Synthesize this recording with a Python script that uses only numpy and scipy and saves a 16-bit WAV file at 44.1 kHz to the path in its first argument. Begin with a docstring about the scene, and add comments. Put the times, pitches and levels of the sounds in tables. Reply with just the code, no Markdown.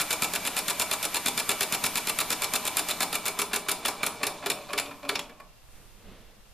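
"""On a workshop table a small single-cylinder model engine runs on compressed air, then coasts to a
stop with the air shut off. The crank angle times the contacts: once a turn the valve gear ticks and the
slack linkage knocks twice, rattling in between; each impact excites the modes of the frame. The exhaust
puffs, bearings rub and air leaks. Slow turns knock duller and bounce. The flywheel comes to rest with
a few soft ticks, and something shuffles faintly in the room."""
import sys
import numpy as np
from scipy import signal
from scipy.fft import rfft, irfft
from scipy.io import wavfile
from scipy.ndimage import uniform_filter1d

SR = 44100
rng = np.random.default_rng(int(sys.argv[2]) if len(sys.argv) > 2 else 0)


def output_pcm(signal):
    """Save a mono or channel-first signal as 16-bit PCM at the path in sys.argv[1].

    Samples are clipped to [-1, 1] before scaling.
    """
    pcm = np.clip(np.atleast_2d(signal).T, -1, 1) * 32767
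    wavfile.write(sys.argv[1], SR, np.round(pcm).astype(np.int16))


N = 287973
TAPS = 16384
GRID_HZ = np.maximum(np.arange(TAPS // 2 + 1) * SR / TAPS, 1)

# Levels in all tables are relative: each source applies its own gain.
# flywheel speed, steady and then braked by friction: time_s, turns_per_s
FLYWHEEL_SPEED = [(0.0, 8.736), (1.0, 8.633), (2.2, 8.618), (2.85, 8.566), (3.15, 8.001), (3.7, 6.249),
                  (4.4, 4.215), (4.95, 2.725), (5.6, 0.0)]

# contacts made once a turn: turns_per_s, level_db, body_db, treble_db
TAKE_UP_KNOCK = [(2, -22, 1, -7.5), (3.5, -26.5, 2, -4), (5, -24, 3.5, -5.5), (7, -25.5, 0, -4),
                 (8.6, -26, -1.5, 1.16)]  # the linkage takes up its slack
REBOUND_CLICK = [(3.3, -41, -2, 2), (4, -30, 0, -0.5), (5.8, -28.5, 1, 2), (7.2, -36, 0, 6),
                 (8.6, -38.5, 7.5, 2)]  # it rebounds crisply
GUIDE_CLICK = [(4.4, -47, -6, -9), (5.5, -31, 2, -6), (7, -31.5, 5, -11), (8.6, -29.5, 0.5, -0.5)]  # it clips its guide
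FALL_BACK_KNOCK = [(2, -23, -5, -16), (3.2, -23, -3.5, -7), (3.9, -24.5, -0.5, 0), (4.8, -27, 3.5, 2.5),
                   (8.6, -27, 1.7, 1)]  # it falls back
VALVE_TICK = [(2.2, -44, 9, -9), (3.8, -44, 12.5, -19.5), (5.5, -44, 10, -30), (8.6, -50.5, 14, -23)]  # the valve gear ticks softly
# single contacts on the last turns: start_s, level_db, body_db, treble_db
LINKAGE_BOUNCES = [(4.518, -30, -7, -4.5), (4.788, -27.5, 5, -3), (4.799, -26, 0, -2.5),
                   (5.194, -26, -5, -10.5)]
BEARING_TICKS = [(4.860, -36, -8, -13), (4.913, -42, 12, -13), (5.297, -48, 12.5, -7),
                 (5.402, -49.5, 15, -2)]
# slow swell in the weight of the take-up knock: time_s, gain_db
KNOCK_SWELL = [(0, 1), (1.03, -3), (1.17, 1.4), (2.3, 0), (2.43, -2.8), (2.88, -2.5), (3.02, 2), (3.3, -4),
               (3.6, 0)]
# noises of the running engine: time_s, rub_db, leak_db, rattle_db
RUNNING_LEVELS = [(0, -45, -42, -33.5), (2, -49.5, -41, -31), (2.9, -43, -43.5, -32.5),
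                  (3.4, -47.5, -51, -35), (3.9, -45.5, -70, -36), (4.4, -48, -65, -52),
                  (4.85, -53.5, -54, -55), (5.2, -70, -69, -56), (5.55, -71, -76, -75),
                  (6.53, -80, -81, -80)]
# sources whose strength follows the speed: turns_per_s, level_db
EXHAUST_LEVEL = [(2, -34.5), (4.6, -33.5), (6, -39.5), (7.3, -33), (8.6, -47)]
DRAG_LEVEL = [(0, -79), (.5, -56.5), (2, -39), (4, -35), (6.5, -49), (8.6, -45)]
JET_LEVEL = [(0, -100), (2.5, -77), (5, -58), (7.5, -59), (8.6, -54)]
RIM_LEVEL = [(0, -100), (2, -72), (4.5, -54), (6.5, -54.5), (8.6, -49)]
# load on the crank around one turn: angle_turns, gain_db
CRANK_LOAD = [(.2, -3), (.5, -5), (.82, -20), (.88, 0.5)]

# resonances: pitch_hz, width_hz, level_db
FRAME_MODES = [(178.6, 13.4, 1.5), (242, 23, -2.5), (308, 26, -2), (404.3, 21, 1), (471.4, 19, -1.5),
               (574, 29, -2), (625, 27, 2), (715, 93, -2.5), (769, 31, -1), (865, 62, -1.5), (962, 41, 4.5),
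               (1026, 5.9, 10.5), (1178, 26, 4), (1307, 31, 4), (1480, 83, -1), (1693, 65, -1),
               (2285, 14, 11), (2382, 3.6, 8.5), (2390, 136, 6), (2686, 62, 2.5), (2950, 6.1, 7.5),
               (3520, 79, 7.5), (3760, 35, 5.5), (4130, 150, 3), (4660, 230, -4.5), (5350, 33, 1.5),
               (7320, 970, 1.5), (8700, 29, 5.5), (9860, 130, 5.5), (12500, 340, -11)]  # frame, flywheel and table together
TAKE_UP_MODES = [(1330, 230, 6.5), (1725, 110, 3), (2400, 220, 4.5), (3530, 41, 3.5)]  # heard mainly from the first knock
FALL_BACK_MODES = [(823, 130, 3.5), (2700, 110, 5), (5500, 31, 0.5), (9670, 90, 8), (12000, 70, 4)]  # heard mainly from the second
FLYWHEEL_MODES = [(282, 10, 2), (1044, 20, 9), (1122, 9.9, 17.5), (2420, 38, 10)]  # ring on after light contacts
DRAG_MODES = [(113.6, 8.2, 2), (201, 18, -4.5), (281, 3.9, 4.5), (454, 22, -1), (593, 31, 5),
              (712, 32, 1.5), (940, 60, -22), (1090, 20, 4.5), (1200, 24, 1), (2480, 120, -3)]  # stirred by the dragging crank
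RIM_MODES = [(2300, 36, 1.5), (2365, 35, -1.5)]  # flywheel rim, driven by the rubbing bearing
JET_MODES = [(8740, 210, 0)]  # thin sizzle of the air jet at the valve
WHISTLE_MODES = [(2620, 60, -12), (2730, 21, 15), (8780, 230, -12)]  # air passing the valve
# broad spectra: frequency_hz, level_db
DAMPED_MODE_BED = [(40, -17), (90, -9.5), (340, -13), (530, -20), (660, -2), (1400, -5), (2000, -2),
                   (3200, -2), (5000, -3.5), (6000, -7), (8200, -15), (9000, -2.5), (10500, -2.5),
                   (11700, -6), (14000, -3)]  # overlapping modes beneath the frame's distinct ones
RUB_SPECTRUM = [(60, 3), (170, 11), (450, 5), (1000, 6.5), (1700, 0.5), (2320, -1.5), (3000, 1), (6000, 0),
                (14000, -18)]
LEAK_SPECTRUM = [(500, -1.5), (2500, 5), (5500, -1.5), (6700, 0), (8000, -3.5), (9000, -1), (10500, -5),
                 (11500, 3.5), (14000, -3.5)]
ROOM_NOISE_SPECTRUM = [(20, -0.5), (32, 1.5), (60, -7), (120, -9), (200, -25), (500, -24), (1500, -26),
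                       (2600, -28), (5000, -36), (9000, -32.5), (14000, -35)]
SHUFFLE_SPECTRUM = [(40, 4.5), (110, -1), (150, -13), (198, 5.5), (250, -8), (450, -5), (800, -14.5),
                    (2000, -17.5), (3600, -17.5), (5000, -28), (12000, -52)]
MICROPHONE_SPECTRUM = [(20, 2), (60, -6.5), (120, -14), (250, -20.5), (600, -14.5), (1500, -22),
                       (5000, -22.5), (8500, -30), (14000, -28)]

# quiet sounds of the room: time_s, room_noise_db, shuffle_db
AMBIENT_LEVELS = [(0, -59.5, -65), (5.55, -61, -100), (5.76, -51, -59), (5.96, -54.5, -62.5),
                  (6.1, -56.5, -48), (6.2, -57, -52), (6.33, -59, -57.5), (6.53, -57, -68)]
# reverberation time of the workshop: frequency_hz, t60_s
ROOM_T60 = [(150, 1.46), (400, 0.27), (1000, 0.47), (2800, 0.29), (7300, 0.23), (14000, 0.46)]
# strength of its echoes: frequency_hz, level_db
ECHO_LEVEL = [(150, -2), (400, 2.5), (1000, -3.5), (2000, -10.5), (4000, -8), (8000, -8), (14000, -11)]
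# diffuse sound at two close microphone ports: frequency_hz, side_over_mid_db
STEREO_WIDTH = [(30, -13), (70, -21), (160, -20), (1400, -24), (2500, -61), (3600, -9.5), (4800, 1),
                (6000, 2.5), (14000, 2)]
# balance of the ports: frequency_hz, left_over_right_db
STEREO_BALANCE = [(30, -9.5), (90, 1.27), (4000, -1.2), (5000, 0.1), (7200, 3), (10500, 2.5), (13000, -1)]


def crank():
    """Angle is the integral of speed: (turns_per_s, angle_turns) at every sample."""
    speed, = in_time(FLYWHEEL_SPEED)
    return speed, .059 + np.cumsum(speed) / SR


def each_turn(angle, strength, scatter_db, advance_turns=0):
    """Rotation repeats a contact once a turn: rows of start_s, level_db, body_db, treble_db."""
    speed, turns = crank()
    advance = advance_turns * (1 - speed / speed.max()) ** 2  # earlier as the speed drops
    turns = np.maximum.accumulate(turns + advance)
    at = np.searchsorted(turns, np.arange(angle, turns[-1]))
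    scatter = rng.standard_normal((len(at), 3)) * [scatter_db, 1.05, 1.05]
    return np.column_stack([at / SR, np.transpose(lookup(strength, speed[at])) + scatter])


def take_up_contacts():
    """Backlash closes at angle zero; the knock's weight swells and fades while its treble stays even."""
    start_s, level_db, body_db, treble_db = each_turn(0, TAKE_UP_KNOCK, scatter_db=1.47).T
    swell_db, = lookup(KNOCK_SWELL, start_s)
    return np.transpose([start_s, level_db + swell_db, body_db - swell_db / 2, treble_db - swell_db])


def impacts(contacts, gain_db, thump_db, body_db, treble_db, decay_s, rise_s, touch_db, touch_s):
    """Inertia shapes an impact: parts brush, the treble leads, heavy parts follow and shake longest."""
    lead = SR // 100
    age = (np.arange(SR // 18) - lead) / SR + 0.0023
    after = np.maximum(age, 0)
    touch = from_db(touch_db) * np.exp(-abs(age) / touch_s)
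    heavy, middle, sharp = [touch + (1 - np.exp(-(after / rise) ** 2)) * np.exp(-after / decay)
                            for rise, decay in zip((rise_s, rise_s, .0009), decay_s)]
    # thump, body, middle and treble bands
    splits_hz = (340, "low"), ([340, 1900], "band"), ([1900, 5500], "band"), (5500, "high")
    bands = [signal.butter(3, hz, kind, fs=SR, output="sos") for hz, kind in splits_hz]
    force = np.zeros(N + len(age))
    for start_s, level_db, body, treble in contacts:
        at = max(round(start_s * SR), 0)
        bands_db = thump_db, body + body_db, 0, treble + treble_db
        for band, envelope, band_db in zip(bands, (heavy, heavy, middle, sharp), bands_db):
            burst = rms_one(envelope * rng.standard_normal(len(age)))
            force[at:at + len(age)] += from_db(level_db + gain_db + band_db) * signal.sosfilt(band, burst)
    return force[lead:lead + N]


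def frame(force, own_modes=()):
    """Modal response: a contact rings the common frame plus any resonances of its own."""
    power = from_db(at_hz(DAMPED_MODE_BED)) ** 2 + resonances(FRAME_MODES) + resonances(own_modes)
    return colour(force, rms_one(np.sqrt(power)))


def take_up_knocks(take_up):
    """Impact and elastic rebound: the linkage strikes home, springs back and clips its guide."""
    force = impacts(take_up, gain_db=-5, thump_db=5.5, body_db=-.5, treble_db=-1,
                    decay_s=(.0069, .0051, .0028), rise_s=.0023, touch_db=-24, touch_s=.0038)
    rebound_s, wander_s = .0074, .002
    rebounds = [(s + rebound_s, *levels) for s, *levels in each_turn(0, REBOUND_CLICK, scatter_db=3.5)]
    clicks = [(s + wander_s * rng.standard_normal(), *levels)
              for s, *levels in each_turn(.118, GUIDE_CLICK, scatter_db=.5)]
    light_contacts = rebounds + clicks + LINKAGE_BOUNCES
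    force += impacts(light_contacts, gain_db=-6.5, thump_db=-4, body_db=-3, treble_db=1.5,
                     decay_s=(.0045, .0042, .0039), rise_s=.0011, touch_db=-41, touch_s=.00099)
    return frame(force, TAKE_UP_MODES)


def fall_back_knocks(fall_back):
    """Backlash gives a second impact each turn as the linkage falls back across its slack."""
    force = impacts(fall_back, gain_db=-5.5, thump_db=.5, body_db=0, treble_db=-.5,
                    decay_s=(.013, .0054, .0056), rise_s=.0029, touch_db=-20.5, touch_s=.0028)
    return frame(force, FALL_BACK_MODES)


def linkage_rattle(take_up, fall_back, level_db, settle_s=.0078):
    """Clearance lets the linkage rattle between its two knocks, the more after a hard take-up."""
    loose, usual_db = np.zeros(N), np.mean(take_up[:, 1])
    for (start_s, knock_db, *_), (end_s, *_) in zip(take_up, fall_back):
        floating = slice(round((start_s + settle_s) * SR), round((end_s + settle_s) * SR))
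        loose[floating] = from_db(.53 * (knock_db - usual_db))
    envelope = from_db(level_db) * uniform_filter1d(loose, size=150)
    return frame(envelope * grains(per_s=12000, spread_db=-.5))


def soft_ticks():
    """Free vibration: frame and flywheel ring on after light contacts in valve gear and bearings."""
    valve = [row for angle in (.86, .91) for row in each_turn(angle, VALVE_TICK, scatter_db=2.6)]
    force = impacts(valve + BEARING_TICKS, gain_db=-9, thump_db=-13, body_db=1, treble_db=-1.5,
                    decay_s=(.0093, .007, .005), rise_s=.0011, touch_db=-17, touch_s=.004)
    return frame(force, FLYWHEEL_MODES)


def exhaust_puffs(start_s, pitch_hz=414, ring_s=.014, swell_s=.0031):
    """Cavity resonance: each puff from the exhaust valve rings the hollow under the cylinder."""
    age, openings = np.arange(SR // 5) / SR, np.zeros(N)
    openings[np.round(start_s * SR).astype(int)] = 1
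    puff = np.sin(2 * np.pi * pitch_hz * age) * (1 - np.exp(-age / swell_s)) * np.exp(-age / ring_s)
    level_db, = lookup(EXHAUST_LEVEL, crank()[0])
    return 2 * through(openings * from_db(level_db), puff)


def crank_drag():
    """Dry friction follows the load around each turn and is loudest at moderately low speed."""
    speed, turns = crank()
    level_db = lookup(DRAG_LEVEL, speed)[0] + np.interp(turns, *np.transpose(CRANK_LOAD), period=1)
    scrape = colour(grains(per_s=2100, spread_db=2), np.sqrt(resonances(DRAG_MODES)))
    return from_db(level_db - 4.5) * rms_one(scrape)


def bearing_rub(level_db):
    """Sliding friction: a dense stream of tiny contacts in the bearings drives the frame."""
    force = colour(grains(per_s=7000, spread_db=1), from_db(at_hz(RUB_SPECTRUM)))
    return from_db(level_db) * rms_one(frame(force))


def air_leak(level_db, swell_db=11.5, side_db=-3.5):
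    """Turbulent air escapes on all sides, more as pressure builds towards each stroke: (mid, side)."""
    phase = crank()[1] % 1
    envelope = from_db(level_db + 4 + swell_db * (phase - 1))
    return envelope * np.array([hiss(LEAK_SPECTRUM), from_db(side_db) * hiss(LEAK_SPECTRUM)])


def singing(modes, levels):
    """Forced vibration: friction or air sustains sharp resonances while the engine turns."""
    level_db, = lookup(levels, crank()[0])
    return from_db(level_db) * rms_one(colour(rng.standard_normal(N), resonances(modes)))


def valve_whistle():
    """Resonance picks a faint, steady whistle out of the noise of air passing the valve."""
    return from_db(-75.5) * rms_one(colour(rng.standard_normal(N), np.sqrt(resonances(WHISTLE_MODES))))


def workshop(x, onset_s=.004, glance_db=-10, side_db=-3):
    """Reverberation: dense wall echoes follow the direct sound, longest in the bass: (mid, side)."""
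    length = SR * 2 // 3
    age, echoes = np.arange(length) / SR, 0
    white, hz = rfft(rng.standard_normal((2, length))), np.arange(length // 2 + 1) * SR / length
    edges_hz = np.geomspace(50, 16000, 18)
    for low, high in zip(edges_hz, edges_hz[1:]):
        centre = np.sqrt(low * high)
        tail = irfft(white * (hz >= low) * (hz < high)) * from_db(-60 * age / at_hz(ROOM_T60, centre))
        tail = rms_one(tail * (1 - np.exp(-(age / onset_s) ** 2)))
        echoes += tail * from_db(at_hz(ECHO_LEVEL, centre)) * np.sqrt(2 * (high - low) / SR / length)
    # sound glancing off the table and the turning parts reaches the ports unevenly
    glance = through(x, rms_one(rng.standard_normal(SR // 400)) / np.sqrt(SR // 400))
    shifting = rms_one(uniform_filter1d(rng.standard_normal(N), size=200))
    side = from_db(side_db) * through(x, echoes[1]) + from_db(glance_db) * glance * shifting
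    return np.array([x + through(x, echoes[0]), side])


def room_background():
    """A diffuse field of low noise, with a faint shuffle in the centre: (mid, side)."""
    noise_db, shuffle_db = in_time(AMBIENT_LEVELS)
    mid, side = from_db(noise_db) * np.array([hiss(ROOM_NOISE_SPECTRUM), hiss(ROOM_NOISE_SPECTRUM)])
    return np.array([mid + from_db(shuffle_db) * hiss(SHUFFLE_SPECTRUM), side])


def microphones(mid, side):
    """Long waves reach two close ports alike, short ones differ; each adds self-noise: (left, right)."""
    side = colour(side, from_db(at_hz(STEREO_WIDTH)))
    lean = from_db(at_hz(STEREO_BALANCE) / 2)
    self_noise = from_db(-57.5) * np.array([hiss(MICROPHONE_SPECTRUM), hiss(MICROPHONE_SPECTRUM)])
    return np.array([colour(mid + side, lean), colour(mid - side, 1 / lean)]) + self_noise


def resonances(modes):
    """Damped oscillators add in power: their summed response on GRID_HZ."""
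    return sum(from_db(db) ** 2 / (1 + ((GRID_HZ ** 2 - hz ** 2) / (GRID_HZ * width)) ** 2)
               for hz, width, db in modes)


def grains(per_s, spread_db):
    """Shot noise: independent tiny contacts of uneven size, rms 1."""
    sizes = from_db(spread_db * np.minimum(rng.exponential(1, N), 4))
    return rms_one(rng.standard_normal(N) * sizes * (rng.random(N) < per_s / SR))


def hiss(spectrum):
    """Filtered white noise takes on the given spectrum, rms 1."""
    return rms_one(colour(rng.standard_normal(N), from_db(at_hz(spectrum))))


def colour(x, gain):
    """Minimum-phase filtering: folding the cepstrum makes a gain on GRID_HZ causal."""
    cepstrum = irfft(np.log(gain + 1e-9))
    cepstrum[1:TAPS // 2] *= 2
    cepstrum[TAPS // 2 + 1:] = 0
    return through(x, irfft(np.exp(rfft(cepstrum))))


def through(x, response):
    """Convolution with an impulse response."""
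    return signal.fftconvolve(x, response)[:N]


def lookup(rows, at):
    """Linear interpolation of a table's later columns along its first."""
    known, *columns = np.transpose(rows)
    return [np.interp(at, known, column) for column in columns]


def in_time(rows):
    """Linear interpolation of a time table at every sample."""
    return lookup(rows, np.arange(N) / SR)


def at_hz(points, hz=GRID_HZ):
    """Interpolation on a log-frequency axis."""
    known_hz, value = np.transpose(points)
    return np.interp(np.log(hz), np.log(known_hz), value)


def from_db(db):
    """Amplitude ratio of a level in decibels."""
    return 10 ** (np.asarray(db) / 20)


def rms_one(x):
    """Normalisation to unit rms."""
    return x / np.sqrt(np.mean(x ** 2) + 1e-20)


def scene():
    """Superposition: the engine, its air and the room add at the microphones."""
    rub_db, leak_db, rattle_db = in_time(RUNNING_LEVELS)
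    take_up = take_up_contacts()
    fall_back = each_turn(.192, FALL_BACK_KNOCK, scatter_db=.45, advance_turns=.108)
    parts = (take_up_knocks(take_up),
             fall_back_knocks(fall_back),
             soft_ticks() + linkage_rattle(take_up, fall_back, rattle_db) + bearing_rub(rub_db),
             crank_drag() + exhaust_puffs(take_up[:, 0]))
    engine = sum(workshop(part) for part in parts)  # each part meets the walls from its own place
    mid, side = engine + air_leak(leak_db) + room_background()
    mid += valve_whistle() + singing(JET_MODES, JET_LEVEL) + singing(RIM_MODES, RIM_LEVEL)
    return microphones(mid, side)


def record(dry):
    """Band limiting: a steep elliptic low-pass removes the highest treble."""
    cutoff_hz = 14250
    return signal.sosfilt(signal.ellip(10, .2, 70, cutoff_hz, fs=SR, output="sos"), dry)


dry = scene()
out = record(dry)
output_pcm(out)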